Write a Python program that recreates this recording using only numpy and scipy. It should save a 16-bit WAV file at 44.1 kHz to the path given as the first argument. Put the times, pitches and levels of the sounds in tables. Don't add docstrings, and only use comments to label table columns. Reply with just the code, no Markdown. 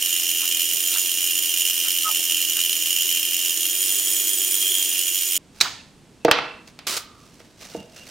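import sys
import numpy as np
from scipy import signal
from scipy.fft import rfft, irfft
from scipy.io import wavfile

SR = 44100
rng = np.random.default_rng(int(sys.argv[2]) if len(sys.argv) > 2 else 0)


def dump(signal):
    limited = np.clip(np.atleast_2d(signal).T, -1, 1)
    pcm = np.round(limited * 32767).astype(np.int16)
    wavfile.write(sys.argv[1], SR, pcm)


N = 357210
TIME = np.arange(N) / SR
FREQS = np.fft.rfftfreq(N, 1 / SR)


def from_db(db):
    return 10 ** (np.asarray(db) / 20)


def rms_one(x):
    return x / np.sqrt(np.mean(x ** 2) + 1e-20)


def at_hz(points, hz):
    points_hz, values = np.array(points).T[:2]
    return np.interp(np.log(np.maximum(hz, 1)), np.log(points_hz), values)


def drift(rate_hz):
    spectrum = rfft(rng.standard_normal(N))
    return rms_one(irfft(spectrum / (1 + (FREQS / rate_hz) ** 2), N))


def hump(s, length_s):
    return np.exp(-2 * ((TIME - s) / length_s) ** 2)


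def colour(x, spectrum):
    gain = rms_one(from_db(at_hz(spectrum, FREQS)))
    cepstrum = irfft(np.log(gain), N)
    cepstrum[1:N // 2] *= 2
    cepstrum[N // 2 + 1:] = 0
    return irfft(rfft(x) * np.exp(rfft(cepstrum)), N)


def stereo_noise():
    # (frequency [Hz], level [dB])
    side_width = [(50, -11), (300, -14), (1000, -11), (3000, -13), (6000, -9), (14000, -10)]
    side = irfft(rfft(rng.standard_normal(N)) * from_db(at_hz(side_width, FREQS)), N)
    return rng.standard_normal(N) + side * [[1], [-1]]


def pan(x, right_db):
    return x * from_db(np.array([[-.5], [.5]]) * right_db)


def resonate(x, hz, width_hz):
    r = np.exp(-np.pi * width_hz / SR)
    zeros = np.array([1, 0, -1]) * (1 - r * r) / 2
    poles = [1, -2 * r * np.cos(2 * np.pi * hz / SR), r * r]
    return signal.lfilter(zeros, poles, x)


def narrow(x, hz, width_hz):
    once = resonate(x, hz, width_hz)
    return rms_one(resonate(once, hz, width_hz))


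def drill():
    # (time [s], load on the bit [0-1])
    load_curve = [(.68, .2), (.9, .62), (1.2, .27), (2.8, .12), (3.45, .25), (4.0, .95), (4.7, .9),
                  (5.0, .5), (5.36, .55)]
    # (frequency [Hz], width [Hz], relative level running light [dB], relative level at full load [dB])
    whine_modes = [(2473, 19.6, -10, -6.5), (2814, 32, -5, -8), (2888, 7.4, 7, -17), (2950, 8.1, -19, 3),
                   (3016, 42, -9.5, -4), (3147, 21, -1.5, -0.5), (3209, 44, -9.5, 1.5), (3370, 24, -20, -3)]
    # (frequency [Hz], width [Hz], relative level running light [dB], relative level at full load [dB])
    steel_modes = [(5480, 68, -3.5, -8), (6043, 53, -2, -5), (6820, 72, 1.5, 5.5), (7080, 37, -8, 1),
                   (7820, 15, -17, 9.5), (9295, 290, -8.5, -3.5), (9535, 103, -4.5, 5),
                   (13470, 230, -1, 1.5), (14300, 610, -20, -6)]
    # (frequency [Hz], relative level [dB])
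    rasp_colour = [(900, -39), (1500, -24), (2200, -7), (3400, 0.5), (3850, 3), (4600, 0.5), (5200, 5.5),
                   (6400, 3), (8800, 5), (10200, 1.5), (11200, 7.5), (12700, 1.5), (15700, 0.5)]
    let_up_s, let_up_length_s = 4.95, 0.08

    load = np.interp(TIME, *np.transpose(load_curve))
    let_up = np.clip((TIME - let_up_s) / let_up_length_s, 0, 1)

    whine_gain_db = -26.5 - 7.0 * load
    rasp_gain_db = -25.5 - 1.7 * load - 0.5 * let_up
    chatter_depth = 0.6 - 0.18 * load
    kicks = chatter(beats_hz=84.2 + 12 * load + 1.2 * drift(8))

    t, swell_s = TIME[:SR // 50], 0.0021
    swell = (t / swell_s) ** 2 * np.exp(-2 * t / swell_s)
    swells = rms_one(signal.oaconvolve(kicks, swell)[:N])
    pulse = np.sqrt(1 - chatter_depth + chatter_depth * swells ** 2)
    friction = rms_one(stereo_noise() * pulse * from_db(-0.5 * drift(490)))

    knock = 0
    for share, hz in [(1 - load, 3020), (load, 3200)]:
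        knock = knock + share * signal.oaconvolve(kicks, swell * np.sin(2 * np.pi * hz * t))[:N]
    whine = rms_one(steel(friction, whine_modes, load)) + from_db(3.0) * chatter_depth * rms_one(knock)
    whine = rms_one(whine) * from_db(whine_gain_db)

    grit = rms_one(stereo_noise() * pulse * from_db(-0.5 * drift(860)))
    rasp = rms_one(bounce(colour(grit, rasp_colour)))
    rasp = rasp + from_db(14.5) * steel(friction, steel_modes, load)

    frame = (frame_rumble(load) + motor_hum()) * from_db(-2 * let_up)
    spindle = whine + screeches(friction) + spindle_tones(load) * pulse
    return pan(spindle, 2.3) + pan(rasp * from_db(rasp_gain_db), 3.4) + pan(frame, 2.5)


def chatter(beats_hz, jitter_s=.0005, uneven_db=3.5):
    beats = np.flatnonzero(np.diff(np.floor(np.cumsum(beats_hz) / SR)))
    late, strength = rng.standard_normal((2, len(beats)))
    at = beats + (late * jitter_s * SR).astype(int)
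    kicks = np.zeros(N)
    kicks[np.clip(at, 0, N - 1)] = from_db(uneven_db * np.clip(strength, -2, 1))
    return kicks


def steel(drive, modes, load):
    out = 0
    for hz, width_hz, light_db, loaded_db in modes:
        out = out + resonate(drive, hz, width_hz) * from_db(light_db + load * (loaded_db - light_db))
    return out


def screeches(friction):
    # (time [s], level [dB], frequency [Hz], length [s])
    screech_table = [(4.742, -29, 3197, 0.2), (4.976, -33, 2940, 0.12)]
    out = 0
    for s, db, hz, length_s in screech_table:
        out = out + from_db(db) * narrow(friction, hz, width_hz=250) * hump(s, length_s)
    return out


def spindle_tones(load):
    # (frequency [Hz], relative level [dB])
    tone_table = [(2783, -36.5), (2864, -40), (2939, -47), (3025, -45), (3149, -41)]
    turning_s = np.cumsum(1 + 0.001504 * drift(8.9)) / SR
    tones = 0
    for hz, db in tone_table:
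        tones = tones + np.sqrt(2) * from_db(db + 1.5 * drift(6)) * np.sin(2 * np.pi * hz * turning_s)
    return tones * from_db(0.5 - 12.0 * load ** 2)


def bounce(x, gain_db=-4.0, t60_s=.05):
    t = TIME[:SR // 50]
    paths = rng.standard_normal(len(t)) * from_db(-60 * t / t60_s) * (t > .001)
    paths = rms_one(paths)[None] / np.sqrt(len(t))
    return x + from_db(gain_db) * signal.oaconvolve(x, paths, axes=1)[:, :N]


def frame_rumble(load):
    # (frequency [Hz], relative level [dB])
    body_colour = [(30, -43), (90, -7.5), (250, -4), (350, 14), (390, 14), (470, -0.5), (630, -3), (680, 6),
                   (800, -6), (1300, -4.5), (2000, 0.5), (4000, -48)]
    return colour(stereo_noise(), body_colour) * from_db(-52.5 + 6.5 * load)


def motor_hum():
    # (frequency [Hz], relative level [dB])
    hum_tones = [(86, -76.5), (193, -70.5), (300, -54), (599, -66), (1798, -54.5)]
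    hum = 0
    for hz, db in hum_tones:
        turning_s = np.cumsum(1 + 0.00263 * drift(6.5)) / SR
        hum = hum + np.sqrt(2) * from_db(db + 1.05 * drift(1.9)) * np.sin(2 * np.pi * hz * turning_s)
    return hum


def squeak():
    squeak_s, length_s, level_db = 2.076, .028, -21.5
    pitch_hz, sag_hz_per_s = 1267, 500
    hz = pitch_hz - sag_hz_per_s * np.clip(TIME - squeak_s, -2 * length_s, 2 * length_s)
    tone = np.sqrt(2) * np.sin(2 * np.pi * np.cumsum(hz * (1 + 0.014 * drift(120))) / SR)
    return tone * from_db(level_db + 2.0 * drift(110)) * hump(squeak_s, length_s)


def brief_noises():
    # (time [s], level [dB], centre frequency [Hz])
    burst_table = [(.438, -43.5, 1160), (.759, -42.5, 284), (.948, -29, 3270), (.962, -38.5, 1320),
                   (1.867, -42, 1450), (2.098, -41.5, 820), (2.196, -45, 383), (2.581, -43, 1520),
                   (5.665, -31.5, 1250), (7.785, -37, 161)]
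    # (time [s], level [dB], frequency [Hz], length [s])
    ringing_table = [(5.794, -51, 2650, 0.043), (6.43, -40.5, 2670, .18), (7.157, -56, 1200, 0.22),
                     (7.78, -52.5, 2820, 0.11), (8.005, -49, 2780, 0.084)]
    noise, out = rng.standard_normal(N), np.zeros(N)
    for s, db, hz in burst_table:
        out += from_db(db) * narrow(noise, hz, width_hz=0.65 * hz) * hump(s, length_s=0.034)
    for s, db, hz, length_s in ringing_table:
        out += from_db(db) * narrow(noise, hz, width_hz=180) * hump(s, length_s)
    return out


def squeak_and_brief_noises():
    return pan(squeak() + brief_noises(), 2.9)


def snap(spectrum, gain_db=-6.0, t60_s=0.034):
    snap_s, snap_db = 5.611, 2.5
    give_s, give_db = snap_s - 0.007, -14.0
    force = 0
    for s, db in [(give_s, give_db), (snap_s, snap_db)]:
        force = force + from_db(db - 60 * np.maximum(TIME - s, 0) / t60_s) * (TIME >= s)
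    return pan(from_db(gain_db) * colour(stereo_noise() * force, spectrum), 2.8)


def knocks(tick_db=20.0):
    # (time [s], bench thud [dB], block clack [dB], low-pass of the clack [Hz])
    contacts = [(6.2487, 3, -25.5, 7000), (6.2825, -0.5, -12.5, 1190), (6.3125, -26, -11.5, 6240),
                (6.3865, -46, -20, 2200), (6.676, -52, -53, 7000), (6.790, -49, -40.5, 7000),
                (7.402, -34, -50, 6900), (7.624, -60, -53, 10000), (7.748, -13.5, -45, 1510)]
    # (frequency [Hz], relative level [dB], T60 [s])
    bench_modes = [(145, -29.5, 0.12), (314, -10, 0.039), (470, -6.5, 0.061), (631, -12, 0.071),
                   (698, -10.5, 0.029), (895, -20, 0.043)]
    # (frequency [Hz], relative level [dB], T60 [s])
    block_modes = [(835, -13, 0.064), (1070, -14, .035), (1580, -11, 0.019), (2243, -11, 0.039),
                   (2646, -3, 0.066), (2910, -15, 0.082), (3600, -17, .02)]
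    crack_colour = [(100, -8), (800, 7), (2500, 8.0), (5300, 4.0), (8000, -7.0), (16000, -9)]
    crack_db, crack_t60_s, tick_t60_s = 8.0, 0.039, 0.0079
    rebound_s, rebound_db = .0085, -12
    thud_rise_s = 0.0016

    out, t = np.zeros((2, N)), TIME[:SR // 4]
    crack_noise = colour(stereo_noise(), crack_colour)
    high_pass = signal.butter(2, 12000, "high", fs=SR, output="sos")
    tick_noise = signal.sosfilt(high_pass, stereo_noise())
    crack_decay = from_db(crack_db - 60 * t / crack_t60_s)
    tick_decay = from_db(tick_db - 60 * t / tick_t60_s)
    for k, (s, thud_db, clack_db, bright_hz) in enumerate(contacts):
        own = slice(k * len(t), (k + 1) * len(t))
        clack = ring(block_modes, t) + crack_decay * crack_noise[:, own] + tick_decay * tick_noise[:, own]
        clack = clack + from_db(rebound_db) * ring(block_modes, np.maximum(t - rebound_s, 0))
        clack = signal.sosfilt(signal.butter(2, bright_hz, fs=SR, output="sos"), clack)
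        thud = ring(bench_modes, t) * (1 - np.exp(-t / thud_rise_s))
        add(out, s, from_db(thud_db) * thud + from_db(clack_db) * clack)
    return pan(out, 1.9)


def ring(modes, t):
    out = 0
    for k, (hz, db, t60_s) in enumerate(modes):
        decay = from_db(db + rng.normal(0, 1) - 60 * t / t60_s)
        out = out + decay * np.sin(2 * np.pi * hz * t) * (-1) ** k
    return out


def add(out, s, sound):
    at = round(s * SR)
    out[..., at:at + sound.shape[-1]] += sound[..., :N - at]


def tape():
    # (frequency [Hz], relative level [dB])
    tape_colour = [(59, -29), (100, -9), (170, -23), (223, -12), (379, -3.5), (864, -8.5), (1350, -0.5),
                   (1630, -5.5), (5100, 0.5), (9420, -7), (15600, -14)]
    return stick_slip(peel_force(), tape_colour, grain_db=2.0, grain_hz=500)


def peel_force():
    peel_s, length_s, attack_s, release_s = 6.867, 0.112, 0.0033, 0.026
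    start_db, fade_db_per_s = -22.0, 81
    snatch_db, snatch_length_s = 0.5, 0.01
    jerk_db, jerk_length_s = 9.5, .011
    t = TIME - peel_s
    gate = np.clip(t / attack_s, 0, 1) * np.exp(-np.maximum(t - length_s, 0) / release_s)
    snatch = hump(peel_s + snatch_length_s / 2, snatch_length_s)
    jerk = hump(peel_s + length_s - jerk_length_s / 2, jerk_length_s)
    fade_db = start_db - fade_db_per_s * np.clip(t, 0, length_s)
    return gate * from_db(fade_db + snatch_db * snatch + jerk_db * jerk)


def fingers():
    # (time [s], level [dB], length [s])
    rubs = [(5.59, -50.5, 0.062), (6.68, -48.5, 0.03), (7.33, -55.5, 0.3), (7.631, -44, 0.055),
            (7.74, -44.5, 0.12), (7.99, -46, 0.1), (8.09, -45.5, 0.033)]
    # (frequency [Hz], relative level [dB])
    rub_colour = [(290, -37.5), (500, -3), (1030, -13), (1310, -9.5), (2780, -8.5), (3030, -10), (5960, -7),
                  (6690, -11), (15600, -24.5)]
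    force = sum(from_db(db) * hump(s, length_s) for s, db, length_s in rubs)
    return stick_slip(force, rub_colour, grain_db=3.5, grain_hz=120)


def stick_slip(force, spectrum, grain_db, grain_hz):
    grains = rms_one(stereo_noise() * from_db(grain_db * np.clip(drift(grain_hz), -2, 2)))
    return pan(colour(grains * force, spectrum), 2.4)


def workshop(x, build_s=0.0023):
    # (frequency [Hz], T60 [s])
    room_t60 = [(100, 0.95), (500, 0.53), (1500, 0.54), (4000, 0.46), (8000, 0.44), (15000, 0.19)]
    t, edges_hz = TIME[:SR * 3 // 4], np.geomspace(60, 18000, 10)
    noise, tail = stereo_noise()[:, :len(t)], 0
    for low_hz, high_hz in zip(edges_hz, edges_hz[1:]):
        band_pass = signal.butter(2, [low_hz, high_hz], "band", fs=SR, output="sos")
        t60_s = at_hz(room_t60, np.sqrt(low_hz * high_hz))
        tail = tail + signal.sosfilt(band_pass, noise) * from_db(-60 * t / t60_s)
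        noise = np.roll(noise, len(t) // 10, axis=1)
    tail = rms_one(tail * (1 - np.exp(-t / build_s))) / np.sqrt(len(t))
    return signal.fftconvolve(x, tail, axes=1)[:, :N]


def workshop_air():
    # (frequency [Hz], relative level [dB])
    air_colour = [(15, -45), (25, -15.5), (189, -9), (254, -9.5), (290, -12), (539, -20.5), (1670, -29.5),
                  (2710, -28.5), (3370, -29.5), (7360, -33.5), (8190, -33), (15600, -52)]
    return pan(from_db(-52) * colour(stereo_noise(), air_colour), 1.7)


def scene(echo_count=3):
    # (frequency [Hz], relative level [dB])
    snap_colour = [(60, -21), (400, -13.5), (750, -20), (1350, -4), (1900, -3), (2600, 1), (3200, -8),
                   (3950, 9), (4800, 1.5), (5900, 2.5), (7500, -5), (16000, -24)]
    # (frequency [Hz], relative level [dB])
    snap_spread = [(300, -10.5), (1300, -7), (1900, -8), (4500, -0.5), (7500, -2), (16000, -17.5)]
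    echo_colour = [(100, -3.0), (450, -4.5), (800, 4.0), (2600, 1), (4100, 2.0), (5600, -3.5),
                   (9000, -9), (16000, 1.5)]
    drill_stop_s = 5.379
    drilling = np.clip((drill_stop_s - TIME) / 0.003, 0, 1)
    peel, rub = tape(), fingers()
    echoes = 0
    for _ in range(echo_count):
        sent = from_db(-9.0) * knocks(tick_db=0.0) + from_db(-9.5) * snap(snap_spread)
        sent = sent + from_db(-14.5) * (peel + rub)
        echoes = echoes + workshop(sent)
    echoes = colour(echoes / np.sqrt(echo_count), echo_colour)
    bench = snap(snap_colour) + knocks() + peel + rub + echoes + workshop_air()
    return drill() * drilling + squeak_and_brief_noises() + bench * (1 - drilling)


def record(dry):
    low_pass = signal.ellip(10, .1, 80, 15800, fs=SR, output="sos")
    return signal.sosfilt(low_pass, np.clip(dry, -1, 1))


dry = scene()
out = record(dry)
dump(out)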